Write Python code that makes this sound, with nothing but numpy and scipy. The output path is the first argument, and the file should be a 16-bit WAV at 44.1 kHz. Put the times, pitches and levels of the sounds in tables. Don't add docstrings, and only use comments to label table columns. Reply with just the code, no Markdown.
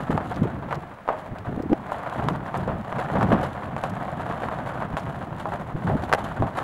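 import sys
import numpy as np
from scipy import signal
from scipy.fft import rfft, irfft
from scipy.io import wavfile
from scipy.ndimage import uniform_filter1d

SR = 44100
rng = np.random.default_rng(int(sys.argv[2]) if len(sys.argv) > 2 else 0)


def transcribe(u):
    v = np.clip(np.atleast_2d(u).T, -1, 1)
    q = np.round(v * 32767).astype(np.int16)
    wavfile.write(sys.argv[1], SR, q)


N = 292383
TIME = np.arange(N) / SR

# (time [s], drumming level [dB])
ROLL_LEVEL = [(0.0, -37.5), (0.35, -33.5), (0.78, -40), (1.06, -45.5), (1.16, -35.5), (1.32, -40.5),
              (1.68, -41), (1.85, -35), (2.2, -31), (2.45, -34.5), (2.87, -35.5), (3.21, -28), (3.42, -31),
              (3.57, -35), (4.42, -31.5), (5.2, -36.5), (5.74, -38.5), (5.9, -35), (6.63, -35)]
# (frequency [Hz], relative level [dB])
BARREL_COLOUR = [(100, -27), (220, -4.5), (400, -10), (560, -0.5), (715, 4.5), (820, 0), (1050, -1.5),
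                 (1300, -4.5), (1750, -9.5), (2350, -20.5), (3300, -27), (5200, -47), (15000, -100)]
# (time [s], drumming level [dB], crunch level [dB])
LANDINGS = [(0.003, -30, -50), (0.105, -25.5, -47.5), (0.708, -25, -55), (1.088, -26.5, -72),
            (1.184, -42, -53.5), (1.453, -31, -62), (1.917, -34, -48.5), (2.548, -25.5, -50),
            (2.681, -26.5, -63), (2.989, -22.5, -46), (3.15, -24, -73), (3.205, -22.5, -60),
            (3.317, -17, -54), (3.429, -23.5, -43.5), (3.834, -30.5, -47), (4.297, -26, -64),
            (4.428, -26.5, -55), (4.67, -30, -51), (4.802, -29, -64), (4.969, -29.5, -46),
            (5.519, -24, -60), (5.868, -24.5, -51.5), (6.021, -32.5, -49), (6.181, -29, -50),
            (6.24, -30.5, -46.5), (6.57, -23.5, -44)]
LULL_TIMES = [0.6, 1.03, 1.32, 1.43, 1.66, 2.41, 2.755, 3.73, 4.885, 5.32, 5.735]
LULL_DB, LULL_HALF_S = -7, 0.033
# (frequency [Hz], relative level [dB])
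GRIT_COLOUR = [(600, -13), (1500, -10.5), (3000, 16), (4100, 10), (5300, -1), (7300, 4.5), (8300, -0.5),
               (11500, 1.5), (13000, -9.5), (15000, -24)]
# (time [s], rise of the grit [dB])
SCRAPE_SWELLS = [(0.28, 9), (1.84, 2), (2.14, 3), (3.8, 2.5), (5.17, 2.5), (5.41, 8), (5.53, 9.5)]
SCRAPE_HALF_S = 0.034
GRIT_DB, GRIT_GROWTH = -35.5, 0.71
NEARING_DB_PER_S = 0.5
# (time [s], peak level [dB], upper edge of the colour [Hz])
CHIP_CRACKS = [(0.343, -34, 4000), (0.361, -28.5, 4460), (0.4325, -31.5, 3160), (0.7466, -29.5, 4180),
               (1.385, -29.5, 2960), (1.624, -33.5, 5500), (2.5743, -29.5, 9000), (3.897, -34, 8150),
               (4.997, -33, 5140), (6.038, -25.5, 3900)]
# (multiple of its upper edge [ratio], relative level [dB])
CHIP_COLOUR = [(.15, 2.5), (1, 1), (2, -12), (5, -26)]
# (time [s], level of the blow [dB], tick relative to the blow [dB], pitch [Hz])
KNOCK_EVENTS = [(0.1775, -9.5, -18.5, 895), (0.727, -13, -13.5, 1020), (1.078, -15.5, -19, 840),
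                (1.0885, -5.5, -28, 860), (1.1035, -16.5, -42, 644), (1.731, -11.5, -14, 690),
                (1.92, -13.5, -24, 860), (2.2862, -8, -13, 1030), (2.543, -13, -20, 930),
                (2.677, -16.5, -43, 600), (2.926, -14.5, -16, 915), (2.985, -17, -13, 750),
                (3.17, -11.5, -33, 890), (3.211, -17, -10, 1080), (3.229, -11.5, -14, 990),
                (3.3245, -11, -8, 640), (3.765, -16, -10, 836), (3.8383, -11.5, -10, 850),
                (4.486, -14.5, -21, 970), (4.823, -13.5, -20, 880), (4.969, -15, -5.5, 930),
                (5.456, -13, -34, 885), (5.899, -12.5, -38, 705), (6.1178, -12, -26, 860),
                (6.1276, -5.5, -6, 1170), (6.136, -3.5, -5.5, 790), (6.148, -11.5, -8.5, 655),
                (6.423, -9.5, -31, 815), (6.588, -16, -8, 1220)]
# (frequency [Hz], relative level [dB])
TICK_COLOUR = [(300, -30), (1500, 28.5), (4200, 3.5), (12000, -8.5), (15800, -28)]
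# (frequency [Hz], relative level [dB], decay by 60 dB [s])
SHELL_MODES = [(535, -6, 0.25), (615, -5, 0.37), (650, 6.5, 0.096), (814, -1.5, 0.19), (1100, -6, 0.29),
               (1280, -1, 0.12)]
# (time [s], level [dB])
BREEZE_LEVEL = [(0.0, -35), (0.7, -33.5), (1.04, -52.5), (1.5, -33.5), (2.05, -41.5), (3.4, -34.5),
                (6.63, -36)]
# (frequency [Hz], relative level [dB])
BREEZE_COLOUR = [(15, -34), (35, -13.5), (60, -4.5), (130, 3.5), (190, 0.5), (450, -14.5), (800, -44),
                 (2000, -67)]
# (start [s], length [s], level at the height [dB])
GUSTS = [(0.076, 0.16, -28.5), (0.35, 0.14, -28), (1.454, 0.077, -32), (2.118, 0.4, -29),
         (2.543, 0.34, -27.5), (3.084, 0.44, -25), (5.819, 0.23, -26), (6.026, 0.061, -30.5),
         (6.394, 0.098, -24)]
GUST_SKEW = 0.68
# (middle [s], level [dB], pitch at the middle [Hz])
EDDY_THUMPS = [(0.101, -14, 267), (0.392, -34, 156), (0.422, -13, 238), (0.457, -16, 444),
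               (0.777, -22, 159), (1.321, -26, 121), (1.337, -29, 220), (1.491, -22, 146),
               (1.526, -24, 230), (1.578, -20.5, 220), (1.603, -18, 272), (1.637, -23.5, 377),
               (1.662, -22, 268), (1.703, -17, 272), (1.72, -11.5, 253), (1.73, -8, 273), (3.188, -16, 185),
               (3.319, -15, 443), (3.332, -10.5, 210), (3.349, -12, 197), (4.943, -23, 136),
               (5.753, -21, 153), (5.954, -14, 212), (6.411, -16, 110)]
EDDY_CYCLES, EDDY_RISE = 1.4, 0.17
EDDY_SKEW = 0.11
# (frequency [Hz], relative level [dB])
AIR_COLOUR = [(900, 0.5), (2000, -9), (5000, -32), (15500, -39)]
EDGE_HZ = 15850


def barrels(clumps):
    load = pressure(follow(ROLL_LEVEL) + easing() / 2, axis=1, clumps=clumps, share=0.68,
                    fade_s=0.018, scuff_db=-27, scuff_s=0.018)
    contacts = stones(per_s=1500, spread_db=3.0, largest=3)
    drum = colour(contacts * load, BARREL_COLOUR) / np.std(colour(contacts, BARREL_COLOUR))
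    clacks = pebbles(per_s=100, low_hz=610, high_hz=1800, cycles=3.5, spread_db=0.5)
    walls = signal.butter(2, [430, 800], "bandpass", fs=SR, output="sos")
    boom = evened(signal.sosfilt(walls, stones(per_s=250, spread_db=1, largest=2)))
    flex = np.minimum(load / gain_of(-19.5), 0.8)
    shells = drum + gain_of(-12) * load * clacks
    return np.sqrt(1 - flex ** 2) * shells + flex * load * boom


def pressure(level_db, axis, clumps, share, fade_s, scuff_db, scuff_s):
    sliding, landings = gain_of(level_db) ** 2, np.zeros(N)
    t = TIME[:SR // 2]
    rise = (1 - np.exp(-t / 0.00062)) ** 2
    for row in LANDINGS:
        power = gain_of(row[axis]) ** 2 * rise
        add(landings, row[0], power * np.exp(-t / fade_s))
        add(sliding, row[0], power * gain_of(scuff_db) ** 2 * np.exp(-t / scuff_s))
    return np.sqrt(landings + sliding * (1 - share + share * clumps))


def easing():
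    return bumps([(s, LULL_DB) for s in LULL_TIMES], LULL_HALF_S)


def clumping(per_s, fade_s):
    collapses = rng.exponential(1, N) * (rng.random(N) < per_s / SR)
    power = signal.lfilter([1], [1, -np.exp(-1 / (fade_s * SR))], collapses)
    power = abs(uniform_filter1d(power, size=SR // 400))
    steady = uniform_filter1d(power, size=SR // 10)
    return power / (steady + power.mean() / 20)


def stones(per_s, spread_db, largest):
    size = gain_of(spread_db * np.minimum(rng.exponential(1, N), largest))
    return evened(size * rng.choice([-1, 1], N) * (rng.random(N) < per_s / SR))


def pebbles(per_s, low_hz, high_hz, cycles, spread_db, count=24):
    t, out = TIME[:1024], np.zeros(N)
    hits = stones(per_s, spread_db, largest=3)
    which = rng.integers(0, count, N)
    for k, hz in enumerate(np.geomspace(low_hz, high_hz, count)):
        envelope = (1 - np.exp(-2 * t * hz)) ** 2 * np.exp(-t * hz / cycles)
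        click = envelope * np.sin(2 * np.pi * hz * t)
        out += signal.oaconvolve(hits * (which == k), click * (1 - t / t[-1]))[:N]
    return evened(out)


def grit(clumps):
    contacts = stones(per_s=900, spread_db=4.2, largest=3.3)
    grind = evened(colour(contacts + gain_of(-3) * rng.standard_normal(N), GRIT_COLOUR))
    clicks = pebbles(per_s=160, low_hz=2000, high_hz=11000, cycles=4, spread_db=4.5)
    level_db = GRIT_DB + GRIT_GROWTH * follow(ROLL_LEVEL)
    level_db = level_db + NEARING_DB_PER_S * (TIME - TIME.mean())
    level_db = level_db + easing() + bumps(SCRAPE_SWELLS, SCRAPE_HALF_S)
    load = pressure(level_db, axis=2, clumps=clumps, share=0.81,
                    fade_s=0.014, scuff_db=-9.5, scuff_s=0.024)
    return (grind + gain_of(-12.0) * clicks) * load


def snaps(gap_s=0.0018, fade_db=-2.5, burst_s=0.00053, spray=0.18, count=7):
    t, out = TIME[:SR // 20], np.zeros(N)
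    for s, db, hz in CHIP_CRACKS:
        cracks = np.zeros(len(t))
        gaps = gap_s * rng.exponential(1, count)
        for k, delay in enumerate(np.cumsum(gaps) - gaps[0]):
            dust = spray * rng.standard_normal(len(t)) * np.exp(-t / burst_s)
            add(cracks, delay, gain_of(fade_db * k) * ((t == 0) + dust))
        sound = colour(cracks, [(hz * multiple, level) for multiple, level in CHIP_COLOUR])
        add(out, s, gain_of(db) * sound / abs(sound).max())
    return out


def knocks():
    out = np.zeros(N)
    for s, db, tick_db, hz in KNOCK_EVENTS:
        add(out, s, gain_of(db) * knock(hz, tick_db))
    return out


def knock(hz, tick_db, damping=0.45, ring_db=-50, scatter_db=-23, scatter_t60=0.13):
    t = TIME[:SR // 2]
    u = t * hz / damping
    blow = -u * np.exp(1 - u) * np.sin(2 * np.pi * hz * t)
    chips = 0.15 * rng.standard_normal(len(t)) * np.exp(-t / 0.0017)
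    tick = colour((t == 0) + chips, [(f, db + 2 * rng.standard_normal()) for f, db in TICK_COLOUR])
    tick = gain_of(tick_db) * tick / abs(tick).max()
    hollow = gain_of(-0.4 * (tick_db + 21.5))
    shell = np.zeros(len(t))
    for f, db, t60 in SHELL_MODES:
        mode_hz = f * (1 + 0.018 * rng.standard_normal())
        shell += gain_of(db - 60 * t / (t60 * hollow)) * np.sin(2 * np.pi * mode_hz * t)
    ring = signal.fftconvolve(blow, shell)[:len(t)]
    scatter = evened(signal.fftconvolve(blow, rng.standard_normal(len(t)))[:len(t)])
    scatter = scatter * gain_of(-60 * t / (scatter_t60 * hollow))
    return rattle(blow + tick) + gain_of(ring_db) * ring + hollow * gain_of(scatter_db) * scatter


def rattle(contact, rebound_db=-15, gap_s=0.003, count=2):
    out = contact.copy()
    for k, delay in enumerate(np.cumsum(gap_s * rng.uniform(0.51, 1.7, count))):
        add(out, delay, gain_of(rebound_db * (k + 0.5)) * contact)
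    return out


def wind():
    gust = airflow() * gain_of(2.0 * wander(hz=28.5))
    band = signal.butter(2, [240, 520], "bandpass", fs=SR, output="sos")
    flutter = evened(signal.sosfilt(band, rng.standard_normal(N)))
    flutter = flutter * np.minimum(gust / gain_of(-21.0), 1)
    rumble = evened(colour(rng.standard_normal(N), BREEZE_COLOUR))
    return gust * (rumble + gain_of(-10.5) * flutter) + eddies()


def airflow():
    power = gain_of(follow(BREEZE_LEVEL)) ** 2
    for start, length, db in GUSTS:
        age = np.clip((TIME - start) / length, 0, 1)
        power += (gain_of(db) * np.sin(np.pi * age ** GUST_SKEW)) ** 2
    return np.sqrt(power)


def eddies():
    out = np.zeros(N)
    wobble = 0.67 * wander(hz=220)
    for s, db, hz in EDDY_THUMPS:
        length = EDDY_CYCLES / hz
        near = abs(TIME - s) < 4 * length
        t = TIME[near] - s
        cycles = hz * t * (1 + EDDY_RISE * t / length / 2)
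        turn = 2 * np.pi * (cycles + rng.random()) + wobble[near]
        swing = np.cos(turn) + EDDY_SKEW * np.cos(2 * turn)
        out[near] += gain_of(db) * np.exp(-(t / length) ** 2) * swing
    return out


def background(air_db=-46.5, whine_db=-87, whine_hz=15707):
    air = evened(colour(rng.standard_normal(N), AIR_COLOUR))
    whine = evened(np.sin(2 * np.pi * whine_hz * TIME))
    return gain_of(air_db) * air + gain_of(whine_db) * whine


def gain_of(db):
    return 10 ** (np.asarray(db) / 20)


def evened(x):
    return x / np.sqrt(np.mean(x ** 2) + 1e-20)


def follow(table):
    return np.interp(TIME, *np.transpose(table))


def bumps(rows, half_s):
    return sum(db * np.exp(-((TIME - s) / half_s) ** 2) for s, db in rows)


def wander(hz):
    keep = np.exp(-(np.fft.rfftfreq(N, 1 / SR) / hz) ** 2)
    return evened(irfft(rfft(rng.standard_normal(N)) * keep, N))


def add(mix, s, sound):
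    part = mix[max(round(s * SR), 0):][:len(sound)]
    part += sound[:len(part)]


def colour(x, points, size=4096):
    hz, db = np.transpose(points)
    log_hz = np.log(np.fft.rfftfreq(size, 1 / SR) + 1)
    log_gain = np.log(gain_of(np.interp(log_hz, np.log(hz), db)))
    full = np.concatenate([log_gain, log_gain[-2:0:-1]])
    taps = np.fft.ifft(np.exp(np.conj(signal.hilbert(full)))).real[:size // 2]
    return signal.oaconvolve(x, taps)[:len(x)]


def scene():
    clumps = clumping(per_s=55, fade_s=0.01)
    fine = clumping(per_s=71, fade_s=0.002)
    gravel = barrels(clumps) + grit((clumps + fine) / 2) + snaps()
    return (gravel + knocks() + wind() + background())[None]


def record(dry):
    low_pass = signal.firwin(1023, EDGE_HZ, window=("kaiser", 9), fs=SR)
    return signal.oaconvolve(dry, low_pass[None], "same")


dry = scene()
out = record(dry)
transcribe(out)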